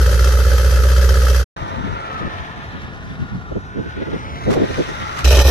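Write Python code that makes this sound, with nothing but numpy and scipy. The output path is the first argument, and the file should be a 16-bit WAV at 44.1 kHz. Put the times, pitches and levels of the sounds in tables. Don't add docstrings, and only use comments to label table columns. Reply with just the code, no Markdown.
import sys
import numpy as np
from scipy import signal
from scipy.fft import rfft, irfft
from scipy.io import wavfile
from scipy.ndimage import uniform_filter1d, map_coordinates

SR = 44100
rng = np.random.default_rng(int(sys.argv[2]) if len(sys.argv) > 2 else 0)


def dump(signal):
    limited = np.clip(np.atleast_2d(signal).T, -1, 1)
    pcm = np.round(limited * 32767).astype(np.int16)
    wavfile.write(sys.argv[1], SR, pcm)


N = 242550
T = np.arange(N) / SR
REAR_END, FRONT_START, CLOSE_START = 1.424, 1.564, 5.245

# time in seconds, firings per second.
IDLE_SPEED = [(.2, 61.24), (.8, 63.05), (1.4, 62.3)]
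# time in seconds, pitch in Hz.
CLOSE_BOOM_RATE = [(5.26, 62.46), (5.31, 63.6), (5.34, 68), (5.375, 61.3), (5.42, 62.7), (5.48, 65.8)]
# place in the cycle in firings, chuff level in dB, spit level in dB, burble pitch in Hz.
CYLINDERS = [(.02, -2.5, -5, 565), (1.24, -3.5, -3, 480), (2.14, 0, -4, 555), (3.1, -.5, -2.5, 440),
             (4.0, -2, -6, 525), (5.14, -5, -7, 465), (6.1, -3, -1, 445), (7.05, 0, -5, 535)]
FIRINGS_DB = [-3.5, 1, 4.5, -9]
# multiple of the crankshaft's turning rate, level in dB.
BOOM_TONES = [(4, 6.5), (5, -7.5), (7, -25), (8, -13.5), (10, -31), (11, -33.5), (12, -39)]
# pitch in Hz, Q (higher means a longer ring).
CHAMBERS = [(400, 2), (560, 3), (1350, 4), (1650, 5)]
# pitch in Hz, boost in dB.
TIP_RINGS = [(2515, 3.5), (2645, 6), (3086, 6), (3693, 2.5), (3864, 5), (4808, 3), (5925, 4)]
# frequency in Hz, level in dB.
RUMBLE_COLOUR = [(15, -21), (35, -9.5), (85, 0.5), (130, -21), (185, -13), (230, -31), (400, -46.5)]
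MUFFLER_COLOUR = [(200, -4), (340, 1.5), (420, -0.5), (590, -1), (680, -14), (900, -27), (2000, -38)]
REAR_PIPE_COLOUR = [(140, -43.5), (230, -11), (323, -3), (385, 5), (425, -2), (480, -0.5), (520, -2),
                    (562, 5), (640, -18), (695, -30.5), (967, -21), (1100, -21), (2200, -41), (4840, -120)]
REAR_RASP_COLOUR = [(400, -47.5), (1020, -32), (1200, 0), (1400, -3), (1700, -6), (2200, -35.5),
                    (2860, -40.5), (4840, -110)]
REAR_GAS_COLOUR = [(1180, -0.5), (2000, 3.5), (2270, -4.5), (3050, 0), (4040, -5), (4660, 1.5),
                   (5130, -1.5), (5980, -0.5), (7470, -9), (8840, -8), (9730, -17), (11000, -7),
                   (11700, -7), (12500, -6.5), (13500, -36)]
CLOSE_PIPE_COLOUR = [(140, -70), (230, -29), (270, -10), (302, 2.5), (336, -10), (390, 1), (554, -0.5),
                     (778, -10), (1020, -13.5), (1490, -7), (1640, -24), (1820, -1.5), (2200, -57),
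                     (2860, -47), (4840, -120)]
CLOSE_GAS_COLOUR = [(1180, -2.5), (2000, -15), (2540, 6.5), (2820, -16), (3050, -0.5), (3360, -4),
                    (3980, 2), (4380, -5), (5830, 2), (6580, -12), (8560, -9), (9350, -47), (10000, -10.5),
                    (12500, -5), (13500, -25)]
CRACK_COLOUR = [(600, -17), (1200, -8), (1900, -1.5), (2250, -5), (2600, 1.5), (3100, 3.5), (3500, -11),
                (4000, -10), (4500, -9), (5900, -1.5), (7000, -9), (12000, -26), (13500, -31)]
# start in seconds, bark level in dB, pitch in Hz, crack level in dB.
BARKS = [(5.243, -35, 482, -12), (5.274, -17, 563, -21), (5.305, -14.5, 618, -16.5),
         (5.327, -13.5, 584, -18.5), (5.346, -11.5, 562, -21), (5.369, -14, 508, -17.5),
         (5.388, -22, 440, -15), (5.400, -12, 570, -21), (5.446, -13.5, 549, -34), (5.465, -21, 510, -23),
         (5.487, -16, 480, -30)]
# multiple of its pitch, level in dB.
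BARK_TONES = [(.75, -14.5), (1, -4.5), (1.15, -13), (1.52, -14.5), (2.1, -20)]
# middle in seconds, depth in dB, half-length in seconds.
DIPS = [(5.44, 9, 0.02)]

# time in seconds, whirr in dB, hiss in dB.
BAY_LEVELS = [(1.8, -36, -55), (2.09, -34, -55.5), (2.77, -38.5, -59.5), (3.1, -41, -59),
              (3.67, -46, -62.5), (3.96, -37.5, -60), (4.42, -38, -53), (4.72, -30, -46), (5.12, -33, -48)]
# time in seconds, level in dB.
DRONE_LEVEL = [(1.6, -29.5), (1.9, -29.5), (2.25, -30.5), (2.55, -36.5), (3.1, -42.5), (3.8, -41),
               (4.4, -32.5), (5.1, -32)]
# time in seconds, head start of the left port in milliseconds,
# scattered sound compared with direct sound in dB.
BAY_DIRECTION = [(1.7, 0.51, 2.5), (2.0, 0.47, -1), (2.5, 0.33, 4), (2.9, 0.23, -2), (3.38, .24, -2),
                 (3.7, 0.34, -4.5), (4.1, 0.35, 0), (4.33, 0.41, -11), (4.6, .5, 2.5), (5.2, 0.48, 3.5)]
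# time in seconds, pitch in Hz, level in dB.
FAN_COVER_RING = [(1.7, 1450, -47), (2.0, 1384, -36), (2.2, 1264, -30.5), (2.55, 1404, -47),
                  (3.1, 1453, -42.5), (3.5, 1382, -43), (3.87, 1501, -36), (4.3, 1341, -43),
                  (4.75, 1494, -45), (5.05, 1337, -31.5)]
BELT_RING = [(1.7, 1880, -46), (2.0, 1906, -48), (2.2, 1801, -38), (2.8, 1749, -42.5), (3.4, 1791, -50),
             (3.87, 1720, -48), (4.3, 2190, -45.5), (4.75, 1812, -42), (5.1, 1996, -40.5)]
# frequency in Hz, level in dB.
WHIRR_COLOUR = [(25, -8), (70, 11), (130, -2), (250, -19), (480, -2.5), (720, -3.5), (1050, -3.5),
                (1400, -0.5), (1580, 0.5), (1780, 0.5), (2200, -3), (3700, -8.5), (5000, -24), (8000, -43),
                (13500, -79)]
BAY_HISS_COLOUR = [(1880, -36), (3200, -18.5), (3830, 0), (4320, -5.5), (5810, 0.5), (7620, -13),
                   (11800, -18), (13200, -25), (13500, -65)]
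DRONE_COLOUR = [(100, -30), (300, -6.5), (700, -1), (1200, 1), (1600, -10.5), (3000, -28), (8000, -86)]

# time in seconds, level in dB.
BREEZE_LEVEL = [(2.2, -33), (2.55, -37.5), (2.85, -31.5), (3.3, -32), (4.0, -34.5), (4.5, -29),
                (5.1, -34.5)]
# middle in seconds, level in dB, low and high edge in Hz, half-length in seconds.
GUSTS = [(1.629, -26, 30.5, 180.6, 0.051), (1.8, -25, 35, 268, 0.078), (1.857, -22.5, 35, 265, 0.072),
         (1.927, -22.5, 30, 178, 0.049), (2.248, -26.5, 30, 330, 0.082), (2.407, -27.5, 35, 107.8, 0.063),
         (2.758, -30.5, 60, 330, 0.09), (3.106, -29, 109.5, 232.7, 0.074),
         (3.221, -18.5, 125.3, 206, 0.065), (3.35, -21.5, 115, 198, .07), (3.52, -24.5, 90, 577, 0.024),
         (3.567, -16, 59.4, 420, 0.031), (3.793, -19, 100, 415, .075), (3.866, -25, 101, 390, 0.043),
         (3.979, -23, 90, 414, 0.048), (4.02, -19.5, 130, 470, .04), (4.08, -23, 60, 430, 0.052),
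         (4.142, -18.5, 70.2, 448, .06), (4.469, -18, 39.45, 151.5, .045), (4.494, -10.5, 78.7, 523, 0.06),
         (4.547, -17, 50, 696, 0.13), (4.579, -16, 199.3, 628, 0.049), (4.624, -11, 170, 520, .07),
         (4.706, -20.5, 80, 530, .05), (4.801, -12.5, 110.5, 506, 0.052), (4.902, -25, 70.3, 418, 0.052)]
# time in seconds, left level minus right level in dB.
GUST_SIDE = [(2.25, 10.5), (2.75, -1), (3.2, 2), (3.8, -3.5), (4.6, 0)]
# start in seconds, level in dB.
SLAPS = [(1.789, -26), (1.839, -23), (1.874, -23.5), (2.215, -20), (2.268, -18.5), (3.519, -15.5),
         (3.563, -15), (3.792, -18.5), (4.018, -21), (4.159, -18), (4.478, -11.5), (4.511, -16),
         (4.568, -10), (4.781, -14.5)]
# middle in seconds, level in dB, half-length in seconds.
RUSTLES = [(4.528, -25.5, 0.06), (5.195, -25.5, 0.059)]
# frequency in Hz, level in dB.
BREEZE_COLOUR = [(15, -30), (45, -5.5), (90, 1), (180, -6.5), (350, -17), (900, -32.5), (3000, -45),
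                 (9000, -99)]
SLAP_COLOUR = [(40, -10), (110, 3), (250, -5), (430, -2), (650, -13), (1000, -23), (3000, -55), (9000, -98)]
RUSTLE_COLOUR = [(300, -14), (1200, 9.5), (3500, -3.5), (6000, -7), (8000, -14.5), (12500, -18.5),
                 (13500, -24)]


def exhaust_from_behind(firing, burble_db=-28):
    pipes = exhaust(firing, REAR_PIPE_COLOUR, REAR_GAS_COLOUR, boom_db=-11, lope_db=-2, rumble_db=-12.5,
                    chuff_db=-34.5, hiss_db=-30.7, decay=0.97, scatter_db=0.8, swirl_db=0, crackle_db=1)
    return pipes + undb(burble_db) * burble(firing) + spits(firing)


def exhaust_from_close(gas_db_per_hz=0.57):
    hz, = curves(CLOSE_BOOM_RATE)
    firing = count_firings(CLOSE_BOOM_RATE, CLOSE_START, start=2.28)
    lift_db = gas_db_per_hz * (hz - hz[0])
    pipe = exhaust(firing, CLOSE_PIPE_COLOUR, CLOSE_GAS_COLOUR, boom_db=-8.5, lope_db=0, rumble_db=-16,
                   chuff_db=lift_db - 22.5, hiss_db=lift_db - 23.5,
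                   decay=0.7, scatter_db=2.5, swirl_db=2, crackle_db=3.5)
    dip_db = sum(db * swell(s, half_s) for s, db, half_s in DIPS)
    return pipe * undb(-dip_db) + barks()


def count_firings(rate_table, s, start):
    hz, = curves(rate_table)
    count = np.cumsum(hz * (1 + .004 * wander(20))) / SR
    return count + (start - np.interp(s, T, count)) % len(CYLINDERS)


def exhaust(firing, pipe_colour, gas_colour, boom_db, lope_db, rumble_db, chuff_db, hiss_db,
            decay, scatter_db, swirl_db, crackle_db):
    fronts = pressure_fronts(sharp_puffs(firing, decay, scatter_db), swirl_db)
    chuff = colour(pipe_echoes(fronts, ring_s=0.12, share_db=-10), pipe_colour)
    jet = stereo_noise(-4) * jet_pulse(firing) * undb(crackle_db * wander(450))
    hiss = pipe_tips(colour(pipe_echoes(jet, ring_s=0.091, share_db=2), gas_colour))
    deep = pan(-1.5) * boom(firing, lope_db, rumble_db)
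    return undb(boom_db) * deep + undb(chuff_db) * chuff + undb(hiss_db) * hiss


def boom(firing, lope_db, rumble_db):
    per_turn = len(FIRINGS_DB)
    tones = 0
    for multiple, db in BOOM_TONES:
        is_lope = multiple % per_turn > 0
        tones += undb(db + lope_db * is_lope) * np.cos(2 * np.pi * multiple * firing / per_turn)
    wavering = unit(tones) * undb(0.17 * wander(29))
    return wavering + undb(rumble_db) * colour(stereo_noise(-5), RUMBLE_COLOUR)


def burble(firing, rise=0.24, sag=0.097, jitter_turns=0.21, scatter_db=1.3):
    out = 0
    for place, db, _, hz in CYLINDERS:
        cycle, since = cycle_clock(firing, place)
        strength, offset, detune = rng.standard_normal((N // 1000, 3))[cycle].T
        age_s = since / IDLE_SPEED[0][1]
        turns = hz * (1 + 0.026 * detune) * age_s * (1 + sag * (rise - since / 2))
        shape = undb(db + scatter_db * strength) * since / rise * np.exp(-since / rise)
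        out += shape * np.sin(2 * np.pi * (turns + jitter_turns * offset))
    return colour(out, MUFFLER_COLOUR)


def spits(firing, rasp_db=-29, gas_db=-31.3, lag_firings=0.18):
    flow = soft_puffs(firing, rise=0.2, scatter_db=1) * stereo_noise(-8)
    rasp = colour(pipe_echoes(flow, ring_s=.08, share_db=-7), REAR_RASP_COLOUR)
    late_flow = soft_puffs(firing - lag_firings, rise=0.22, scatter_db=1.3)
    jet = late_flow * undb(0.8 * wander(14)) * stereo_noise(-5.5)
    gas = pipe_tips(colour(pipe_echoes(jet, ring_s=0.06, share_db=-2), REAR_GAS_COLOUR))
    return undb(rasp_db) * rasp + undb(gas_db) * gas


def barks(rise_s=0.0029, bark_s=0.014, crack_s=0.012, snap_s=0.00054, rough_db=1):
    tone, jet = np.zeros((2, N))
    for s, bark_db, hz, crack_db in BARKS:
        now = (T > s) & (T < s + .1)
        t = T[now] - s
        ringing = sum(undb(db) * np.sin(2 * np.pi * (k * hz * t + rng.random())) for k, db in BARK_TONES)
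        tone[now] += undb(bark_db) * 2 * (1 - np.exp(-t / rise_s)) * np.exp(-t / bark_s) * ringing
        jet[now] += undb(crack_db) * (1 - np.exp(-t / snap_s)) * np.exp(-t / crack_s)
    roughness = undb(-rough_db * np.array([wander(400), wander(480)]))
    return tone * roughness + jet * colour(stereo_noise(-0.99), CRACK_COLOUR)


def cycle_clock(firing, place):
    cycle, since = np.divmod(firing - place, len(CYLINDERS))
    return cycle.astype(int), since


def sharp_puffs(firing, decay, scatter_db):
    flow = 0
    for place, db, _, _ in CYLINDERS:
        cycle, since = cycle_clock(firing, place)
        size = undb(db + scatter_db * rng.standard_normal(N // 1000))
        flow += size[cycle] * np.exp(-since / decay)
    return flow


def soft_puffs(firing, rise, scatter_db):
    power = 0
    for place, _, db, _ in CYLINDERS:
        cycle, since = cycle_clock(firing, place)
        size = undb(db + scatter_db * rng.standard_normal(N // 1000))
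        power += (size[cycle] * since / rise * np.exp(-since / rise)) ** 2
    return unit(np.sqrt(power))


def jet_pulse(firing, depth_db=0.27, unevenness=0.13, scatter_db=0.89, lead_firings=0.1):
    number = firing.astype(int)
    pattern_db = unevenness * np.take(FIRINGS_DB, number, mode="wrap")
    chance_db = scatter_db * rng.standard_normal(number[-1] + 1)[number]
    pulse_db = depth_db * np.cos(2 * np.pi * (firing + lead_firings))
    return unit(undb(uniform_filter1d(pattern_db + chance_db, size=150) - pulse_db))


def pressure_fronts(flow, swirl_db):
    fronts = unit(np.maximum(np.diff(flow, prepend=flow[0]), 0))
    for hz, q in CHAMBERS:
        fronts = fronts - 2 * resonate(fronts, hz, q)
    return fronts + undb(swirl_db) * stereo_noise(-9) * unit(flow)


def pipe_echoes(x, ring_s, share_db):
    t = T[:SR // 10]
    echoes = rng.standard_normal((2, len(t))) * np.exp(-np.log(1000) * t / ring_s)
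    echoes /= np.sqrt(np.sum(echoes ** 2) / 2)
    return x + undb(share_db) * signal.fftconvolve(x, echoes, axes=1)[:, :N]


def pipe_tips(x, q=130):
    return unit(x + sum((undb(db) - 1) * resonate(x, hz, q) for hz, db in TIP_RINGS))


def engine_bay(firing, whirr_db=-1.04, hiss_db=4, grain_db=0.5, tick_db=-5):
    whirr_gain, hiss_gain = undb(curves(BAY_LEVELS))
    drone_gain, = undb(curves(DRONE_LEVEL))
    valves = undb(tick_db) * unit(sharp_puffs(firing, decay=0.41, scatter_db=1.5))
    source = unit(rng.standard_normal((3, N)) * np.hypot(undb(grain_db * wander(350)), valves))
    whirr = colour(bounces(reach_ports(source, scattered_db=-1)), WHIRR_COLOUR)
    whirr *= whirr_gain * undb(whirr_db + 1.2 * wander(60))
    hiss = colour(bounces(reach_ports(source, scattered_db=1)), BAY_HISS_COLOUR)
    hiss *= hiss_gain * undb(hiss_db + wander(45))
    rings = [moving_ring(FAN_COVER_RING, width_hz=93) + moving_ring(BELT_RING, width_hz=170)
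             for _ in range(3)]
    fan_and_belt = reach_ports(np.array(rings), scattered_db=-1.5)
    drone_noise = reach_ports(rng.standard_normal((3, N)), scattered_db=-11.5)
    drone = drone_gain * colour(bounces(drone_noise), DRONE_COLOUR)
    return (whirr + hiss + drone + fan_and_belt) * pan(0.84)


def moving_ring(table, width_hz):
    hz, db = curves(table)
    a, b = cut(rng.standard_normal((2, N)), width_hz / 2)
    angle = 2 * np.pi * np.cumsum(hz) / SR
    return undb(db) * unit(a * np.cos(angle) + b * np.sin(angle))


def reach_ports(source, scattered_db):
    direct, scattered = source[0], source[1:]
    lead_ms, shift_db = curves(BAY_DIRECTION)
    late = map_coordinates(direct, [(T - lead_ms / 1000) * SR], order=3, mode="mirror")
    share = undb(scattered_db + shift_db)
    return (np.array([direct, late]) + share * scattered) / np.hypot(1, share)


def bounces(x, shortest_s=0.002, longest_s=0.014, drift_s=0.00018, share=0.26, count=6):
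    out = x
    for delay_s in rng.uniform(shortest_s, longest_s, count):
        earlier = T - delay_s - drift_s * wander(3)
        out = out + share * np.array([np.interp(earlier, T, channel) for channel in x])
    return out


def wind(gust_db=-1, fringe_db=-29, opposed=0.29, churn_db=0.5):
    breeze_db, = curves(BREEZE_LEVEL)
    breeze = colour(stereo_noise(-5), BREEZE_COLOUR)
    out = breeze * undb(breeze_db + 2 * np.array([wander(18), wander(21.65)]))
    churn = undb(churn_db * wander(130))
    for s, db, low_hz, high_hz, half_s in GUSTS + weak_gusts():
        now = np.abs(T - s) < half_s
        shape = swell(s, half_s, T[now])
        noise = rng.standard_normal((2, SR // 2))[:, :len(shape)]
        noise = noise - opposed * noise[::-1]
        body = cut(noise, high_hz, order=5)
        body = body + 0.23 * resonate(body, hz=400, q=5)
        body = cut(body, low_hz, keep="high")
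        fringe = cut(noise, 2 * high_hz)
        air = unit(body) + undb(fringe_db) * unit(fringe)
        gust = unit(air * shape * churn[now]) * rms(shape)
        side_db = np.interp(s, *np.transpose(GUST_SIDE))
        out[:, now] += undb(db + gust_db) * gust * pan(side_db)
    return out


def weak_gusts(count=24, per_second=4.5, db=-34, spread_db=2.5, low_hz=59.7, high_hz=249, half_s=0.067):
    times = FRONT_START + (np.arange(count) + rng.random(count)) / per_second
    levels = db + spread_db * rng.standard_normal(count)
    return [(s, level, low_hz, high_hz, half_s) for s, level in zip(times, levels) if s < CLOSE_START]


def wind_slaps(slap_db=-4.5, rise_s=0.0035):
    out = np.zeros((2, N))
    swirls = colour(stereo_noise(1), SLAP_COLOUR)
    for s, db in SLAPS:
        now = (T > s) & (T < s + .04)
        age = (T[now] - s) / rise_s
        shape = age * np.exp(1 - age)
        out[:, now] += undb(db + slap_db) * unit(swirls[:, now] * shape) * rms(shape)
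    return out


def rustles(grain_db=3):
    grains = colour(stereo_noise(-0.41) * undb(grain_db * wander(700)), RUSTLE_COLOUR)
    return grains * sum(undb(db) * swell(s, half_s) for s, db, half_s in RUSTLES)


def undb(db):
    return 10 ** (np.asarray(db) / 20)


def rms(x):
    return np.sqrt(np.mean(x ** 2))


def unit(x):
    return x / rms(x)


def curves(table):
    s, *columns = np.transpose(table)
    return [np.interp(T, s, column) for column in columns]


def colour(x, points):
    hz, db = np.transpose(points)
    f = np.maximum(np.fft.rfftfreq(N, 1 / SR), 1)
    cepstrum = irfft(np.log(undb(np.interp(np.log(f), np.log(hz), db))), N)
    cepstrum[1:N // 2] *= 2
    cepstrum[N // 2 + 1:] = 0
    return unit(irfft(rfft(x) * np.exp(rfft(cepstrum)), N))


def cut(x, hz, keep="low", order=2):
    return signal.sosfilt(signal.butter(order, hz, keep, fs=SR, output="sos"), x)


def resonate(x, hz, q):
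    return signal.lfilter(*signal.iirpeak(hz, q, fs=SR), x)


def wander(rate):
    hold = max(int(SR / rate), 1)
    steps = np.repeat(rng.standard_normal(N // hold + 1), hold)
    return unit(uniform_filter1d(uniform_filter1d(steps, hold), hold)[:N])


def stereo_noise(width_db):
    mid, side = rng.standard_normal((2, N))
    return mid + undb(width_db) * np.array([side, -side])


def pan(db):
    return undb(np.array([[db], [-db]]) / 2)


def swell(s, half_s, t=T):
    return np.cos(np.pi / 2 * np.clip((t - s) / half_s, -1, 1)) ** 4


def after(s, fade_s):
    return np.clip((T - s) / fade_s + .5, 0, 1)


def scene():
    firing = count_firings(IDLE_SPEED, 0, start=2.6)
    rear, close = exhaust_from_behind(firing), exhaust_from_close()
    front = engine_bay(firing) + rustles() + wind() + wind_slaps()
    at_rear = 1 - after(REAR_END, 0.04)
    at_close = after(CLOSE_START, 0.019)
    at_front = after(FRONT_START, 0.003) * (1 - at_close)
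    return rear * at_rear + front * at_front + close * at_close


def record(dry, ceiling=0.92, top_hz=13500):
    rounded = dry / (1 + np.abs(dry / ceiling) ** 8) ** (1 / 8)
    return signal.sosfilt(signal.ellip(8, .2, 70, top_hz, fs=SR, output="sos"), rounded)


dry = scene()
out = record(dry)
dump(out)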